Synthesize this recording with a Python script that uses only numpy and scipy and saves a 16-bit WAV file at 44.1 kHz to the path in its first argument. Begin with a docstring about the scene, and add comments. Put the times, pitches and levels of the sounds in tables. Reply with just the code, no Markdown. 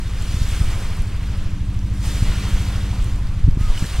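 """Small waves wash onto a lake shore in three surges: shaped noise for slosh, hiss and spray,
with fizz from bursting bubbles and ticks from droplets. Wind buffets the microphone with a rumble
and a thump per eddy. A taxiing floatplane throbs low across the water, at wavering multiples of
its firing cycle. Near the end a distant bird gives one short arched call."""
import sys
import numpy as np
from scipy import signal
from scipy.fft import rfft, irfft
from scipy.io import wavfile
from scipy.ndimage import uniform_filter1d

SR = 44100
rng = np.random.default_rng(int(sys.argv[2]) if len(sys.argv) > 2 else 0)


def unload_wav(signal):
    """Save mono or channel-first audio to the path in sys.argv[1] as 16-bit WAV at rate SR, clipped to [-1, 1]."""
    wavfile.write(
        sys.argv[1],
        SR,
        np.round(np.clip(np.atleast_2d(signal).T, -1, 1) * 32767).astype(np.int16),
    )


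N = 176400

# wind rumble spectrum (frequency [Hz], relative density [dB])
RUMBLE_SPECTRUM = [(3, -9), (12, 0), (25, -1.5), (50, -11), (100, -18.5), (170, -27), (300, -42),
                   (600, -56), (2000, -90)]
# wind rumble envelope (time [s], level [dB])
RUMBLE_LEVEL = [(0, -25), (.3, -24), (.57, -18.5), (.85, -25), (1.45, -22), (2, -28), (2.35, -24),
                (2.75, -27), (3.1, -20), (3.5, -20), (4, -23)]
# eddies at the microphone (time [s], strength [dB], half-width [s])
EDDIES = [(.345, -14, 0.0028), (.42, -8, .0035), (.615, -7, 0.0031), (.70, -14.5, 0.0055),
          (1.007, -12, .011), (2.226, -5.5, .0026), (2.285, -6, .011), (2.545, -5, .0075),
          (3.025, -11, .011), (3.449, -3.5, .006), (3.47, -6, 0.0043), (3.48, -7, .0022),
          (3.487, -2.5, .0028), (3.574, -8.5, .0022), (3.613, -11, .0027), (3.648, -8, .008),
          (3.70, -7, .011), (3.826, -11, .0022), (3.845, -13, 0.0033), (3.99, -11, 0.0049)]
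# firing cycle rate (time [s], rate [Hz])
ENGINE_CYCLE_RATE = [(0, 12.76), (.8, 12.87), (1.4, 12.92), (2, 13.07), (2.6, 13.17), (2.95, 13.11),
                     (3.25, 12.97), (4, 12.6)]
# engine swell, scaled up with overtone pitch (time [s], base swell [dB])
ENGINE_SWELL = [(0, -1.5), (.9, -1.3), (1.8, .5), (2.8, .7), (3.4, -1.5), (4, -3.5)]
# multiples of the cycle rate, third upward (level [dB])
ENGINE_ORDERS_DB = [-40, -26, -37, -33, -30.5, -31, -36, -47, -47, -41, -45.5, -46, -40, -46.5, -57, -64,
                    -52.5, -59.5, -65, -50, -50.5, -66.5, -68, -65, -58]
# near droplets (time [s], gain [dB], pitch [Hz], ring time constant [s])
NEAR_DROPS = [(0.224, -22.5, 7500, .0005), (.489, -29, 7700, .002), (.969, -32, 10000, .0005),
              (1.022, -30, 9800, .0008), (1.376, -33, 10000, .0005), (1.745, -36, 12000, .0003),
              (1.791, -32, 5840, .001), (2.655, -32, 12000, .0005), (3.026, -30, 7800, .0006),
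              (3.044, -26.5, 8500, .0007), (3.16, -32, 7500, .0007), (3.271, -33, 4800, 0.0014),
              (3.51, -32, 5000, 0.0006), (3.777, -24, 3000, 0.0035), (3.842, -25, 1700, 0.0025)]
# surge envelopes, each band taken about its mean in the wash (time [s], slosh [dB], hiss [dB], spray [dB])
SURGES = [(.03, -48, -46, -53), (.13, -45, -44.5, -52.5), (.3, -43, -40, -46.5), (.52, -42, -39, -44),
          (.68, -39.5, -39.5, -45), (.86, -42, -41.5, -48.5), (1.1, -44.5, -47, -55),
          (1.38, -46.5, -44.5, -55.5), (1.6, -48.5, -49.5, -59), (1.85, -50, -51.5, -57.5),
          (2.01, -47.5, -48, -52.5), (2.055, -43, -38, -41.5), (2.3, -40, -37.5, -46),
          (2.56, -41, -39, -46), (2.9, -43, -42, -51.5), (3.08, -44.5, -44.5, -52), (3.2, -45.5, -48, -56),
          (3.57, -48, -51, -60), (3.61, -47, -44.5, -49), (3.74, -43, -40, -50), (3.79, -43, -38.5, -43.5),
          (3.95, -40, -38.5, -45.5)]
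# slosh, hiss and spray bands (centre [Hz])
BAND_CENTRES_HZ = [1150, 3000, 8500]
# wash spectrum (frequency [Hz], relative density [dB])
WASH_SPECTRUM = [(60, -15), (250, 1), (400, 4), (560, .7), (780, -1.5), (1030, 1), (1700, -1.5), (2200, -1),
                 (3200, -2.5), (5000, -7), (8500, -11), (11500, -19), (15500, -26)]
# left-right likeness of the wash (frequency [Hz], coherence [0..1])
WASH_COHERENCE = [(50, 1), (1700, 1), (2600, 0.99), (4000, 0.92), (8000, 0.83), (15000, .8)]
# stereo phase of the water, negative: right leads (frequency [Hz], left lead [rad])
SHORE_PHASE = [(50, 0), (2300, 0), (3400, -0.5), (4300, -.5), (6000, -0.7), (8200, -1.1), (12000, -1.7),
               (15000, -2.26)]

TIME_S, BINS_HZ = np.arange(N) / SR, np.fft.rfftfreq(N, 1 / SR)


def amp(db):
    """Decibels to gain."""
    return 10 ** (np.asarray(db) / 20)


def unit_rms(x):
    """Scales to rms 1."""
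    return x / np.sqrt(np.mean(x ** 2) + 1e-20)


def at_hz(points, hz):
    """Reads a table along log frequency."""
    knots_hz, values = np.transpose(points)
    return np.interp(np.log(hz + 1), np.log(knots_hz + 1), values)


def over_time(points):
    """Reads a table at every sample."""
    return np.interp(TIME_S, *np.transpose(points))


def drift(corner_hz):
    """Smooth noise, rms 1, rolling off above the corner."""
    return unit_rms(irfft(rfft(rng.standard_normal(N)) * np.exp(-(BINS_HZ / corner_hz) ** 2), N))


def bird(start_s=3.55, length_s=.235, top_s=3.643, top_hz=1275, bend_hz_per_s2=26000, peak_db=-40):
    """One thin far call that rises a little and falls away."""
    swell = np.sin(np.pi * np.clip((TIME_S - start_s) / length_s, 0, 1)) ** 2
    arch_hz = top_hz - bend_hz_per_s2 * (TIME_S - top_s) ** 2
    pitch_hz = arch_hz * (1 + .012 * drift(120))
    return amp(peak_db) * swell * np.sin(2 * np.pi * np.cumsum(pitch_hz) / SR)


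def floatplane(waver=.17, double_swell_hz=200):
    """Far engine: low multiples of the firing cycle, each wavering on its way over the water."""
    cycle_hz, swell_db = over_time(ENGINE_CYCLE_RATE), over_time(ENGINE_SWELL)
    cycles = np.cumsum(cycle_hz) / SR
    out = np.zeros(N)
    for order, db in enumerate(ENGINE_ORDERS_DB, 3):
        tone = np.exp(2j * np.pi * (order * cycles + rng.random()))
        tone *= 1 + waver * (drift(3.8) + 1j * drift(5))
        swell_scale = 1 + order * cycle_hz / double_swell_hz
        out += np.sqrt(2) * tone.real * amp(db + swell_db * swell_scale)
    return out


def eddy(u, suction=2.13):
    """Pressure of a passing eddy, u in half-widths from its centre: a push, then suction."""
    return 1 / (1 + u ** 2) - suction * u / (1 + u ** 2) ** 2


def wind(raggedness=.14, ragged_hz=150, mic_low_hz=14):
    """Lumpy rumble, plus a ragged pressure thump per eddy crossing the microphone."""
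    rumble = unit_rms(irfft(rfft(rng.standard_normal(N)) * amp(at_hz(RUMBLE_SPECTRUM, BINS_HZ)), N))
    thumps = sum(amp(db) * eddy((TIME_S - at_s) / half_width_s) for at_s, db, half_width_s in EDDIES)
    thumps *= 1 + raggedness * drift(ragged_hz)
    low_cut = signal.butter(2, mic_low_hz, "high", fs=SR, output="sos")
    return rumble * amp(over_time(RUMBLE_LEVEL)) + signal.sosfilt(low_cut, thumps)


def droplet(hz, ring_s, splat_gain=.63):
    """A tiny splat and the short ring of the bubble it leaves."""
    t = np.arange(0, 8 * ring_s, 1 / SR)
    splat = signal.lfilter([1, -1], [1], rng.standard_normal(len(t))) / 2
    ring = np.exp(-t / ring_s) * np.sin(2 * np.pi * hz * t)
    return ring + splat_gain * splat * np.exp(-t / min(ring_s, .0008))


def spits(rate_per_s=45, base_db=-45, spread_db=2.5, ring_s=.0006, pitches=12):
    """Faint stray droplets tick throughout, heard mostly between waves."""
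    out = np.zeros(N)
    for hz in np.geomspace(3000, 12000, pitches):
        hits = rng.random(N) < rate_per_s / pitches / SR
        gains = amp(base_db + spread_db * np.minimum(rng.exponential(1, N), 3))
        out += signal.oaconvolve(hits * gains, droplet(hz, ring_s))[:N]
    return out


def near_drops():
    """Single droplets land close by."""
    out = np.zeros(N)
    for at_s, db, hz, ring_s in NEAR_DROPS:
        drop = amp(db) * droplet(hz, ring_s)
        slot = out[round(at_s * SR):][:len(drop)]
        slot += drop[:len(slot)]
    return out


def fizz(rate_per_s=900, re_hiss_db=-10, spread_db=4.5, ring_cycles=3, pitches=28):
    """Small bubbles burst in the foam; their level follows the hiss."""
    out = np.zeros(N)
    for hz in np.geomspace(1200, 11000, pitches):
        bursts = rng.random(N) < rate_per_s / pitches / SR
        gains = amp(spread_db * np.minimum(rng.exponential(1, N), 4.5))
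        out += signal.oaconvolve(bursts * gains, droplet(hz, ring_cycles / hz))[:N]
    hiss_db = over_time([(at_s, hiss) for at_s, _, hiss, _ in SURGES])
    return unit_rms(out) * amp(hiss_db + re_hiss_db)


def wash(level_db=-37.6, patch_db=1.2, flicker_db=(.6, .4, .4)):
    """Water running up the shore: patchy noise whose spray leads each surge and whose slosh lingers."""
    size, hop = 512, 128
    hz, frames_s = np.fft.rfftfreq(size, 1 / SR), np.arange(N // hop + 5) * hop / SR
    noise = rng.standard_normal((5, len(frames_s), len(hz)))
    left, independent = noise[0] + 1j * noise[1], noise[2] + 1j * noise[3]
    patches = uniform_filter1d(uniform_filter1d(noise[4], size=9, axis=0), size=9, axis=1)
    gain_db = at_hz(WASH_SPECTRUM, hz) + patch_db * unit_rms(patches)
    knots_s, *bands_db = np.transpose(SURGES)
    for band_db, selector, depth_db in zip(bands_db, np.eye(3), flicker_db):
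        surge_db = np.interp(frames_s, knots_s, band_db - band_db.mean())
        lapping_db = depth_db * unit_rms(uniform_filter1d(rng.standard_normal(len(frames_s)), size=8))
        band_shape = at_hz(list(zip(BAND_CENTRES_HZ, selector)), hz)
        gain_db += np.outer(surge_db + lapping_db, band_shape)
    coherence = np.clip(at_hz(WASH_COHERENCE, hz), 0, 1)
    right = coherence * left + np.sqrt(1 - coherence ** 2) * independent
    right *= np.exp(-1j * at_hz(SHORE_PHASE, hz))
    sum_rms = np.sqrt(np.mean(abs(left + right) ** 2, 0))
    spectra = np.array([left, right]) / sum_rms * amp(gain_db)
    pair = signal.istft(spectra, nperseg=size, noverlap=size - hop, time_axis=1, freq_axis=2)[1][:, :N]
    return amp(level_db) * pair / pair.mean(0).std()


def from_shore(x):
    """Mono to stereo: shoreline treble reaches the right microphone port just before the left."""
    half_shift = np.exp(.5j * at_hz(SHORE_PHASE, BINS_HZ))
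    return irfft(rfft(x) * np.array([half_shift, 1 / half_shift]), N)


def scene():
    """Water in stereo; engine, wind and bird centred."""
    return wash() + from_shore(fizz() + spits() + near_drops()) + floatplane() + wind() + bird()


def record(dry, ceiling=.95, cutoff_hz=15800):
    """Soft clip on the hardest buffet, then low-pass."""
    rounded = dry / (1 + (dry / ceiling) ** 8) ** (1 / 8)
    low_pass = signal.firwin(511, cutoff_hz, window=("kaiser", 9), fs=SR)
    return signal.oaconvolve(rounded, low_pass[None], "same")


dry = scene()
out = record(dry)
unload_wav(out)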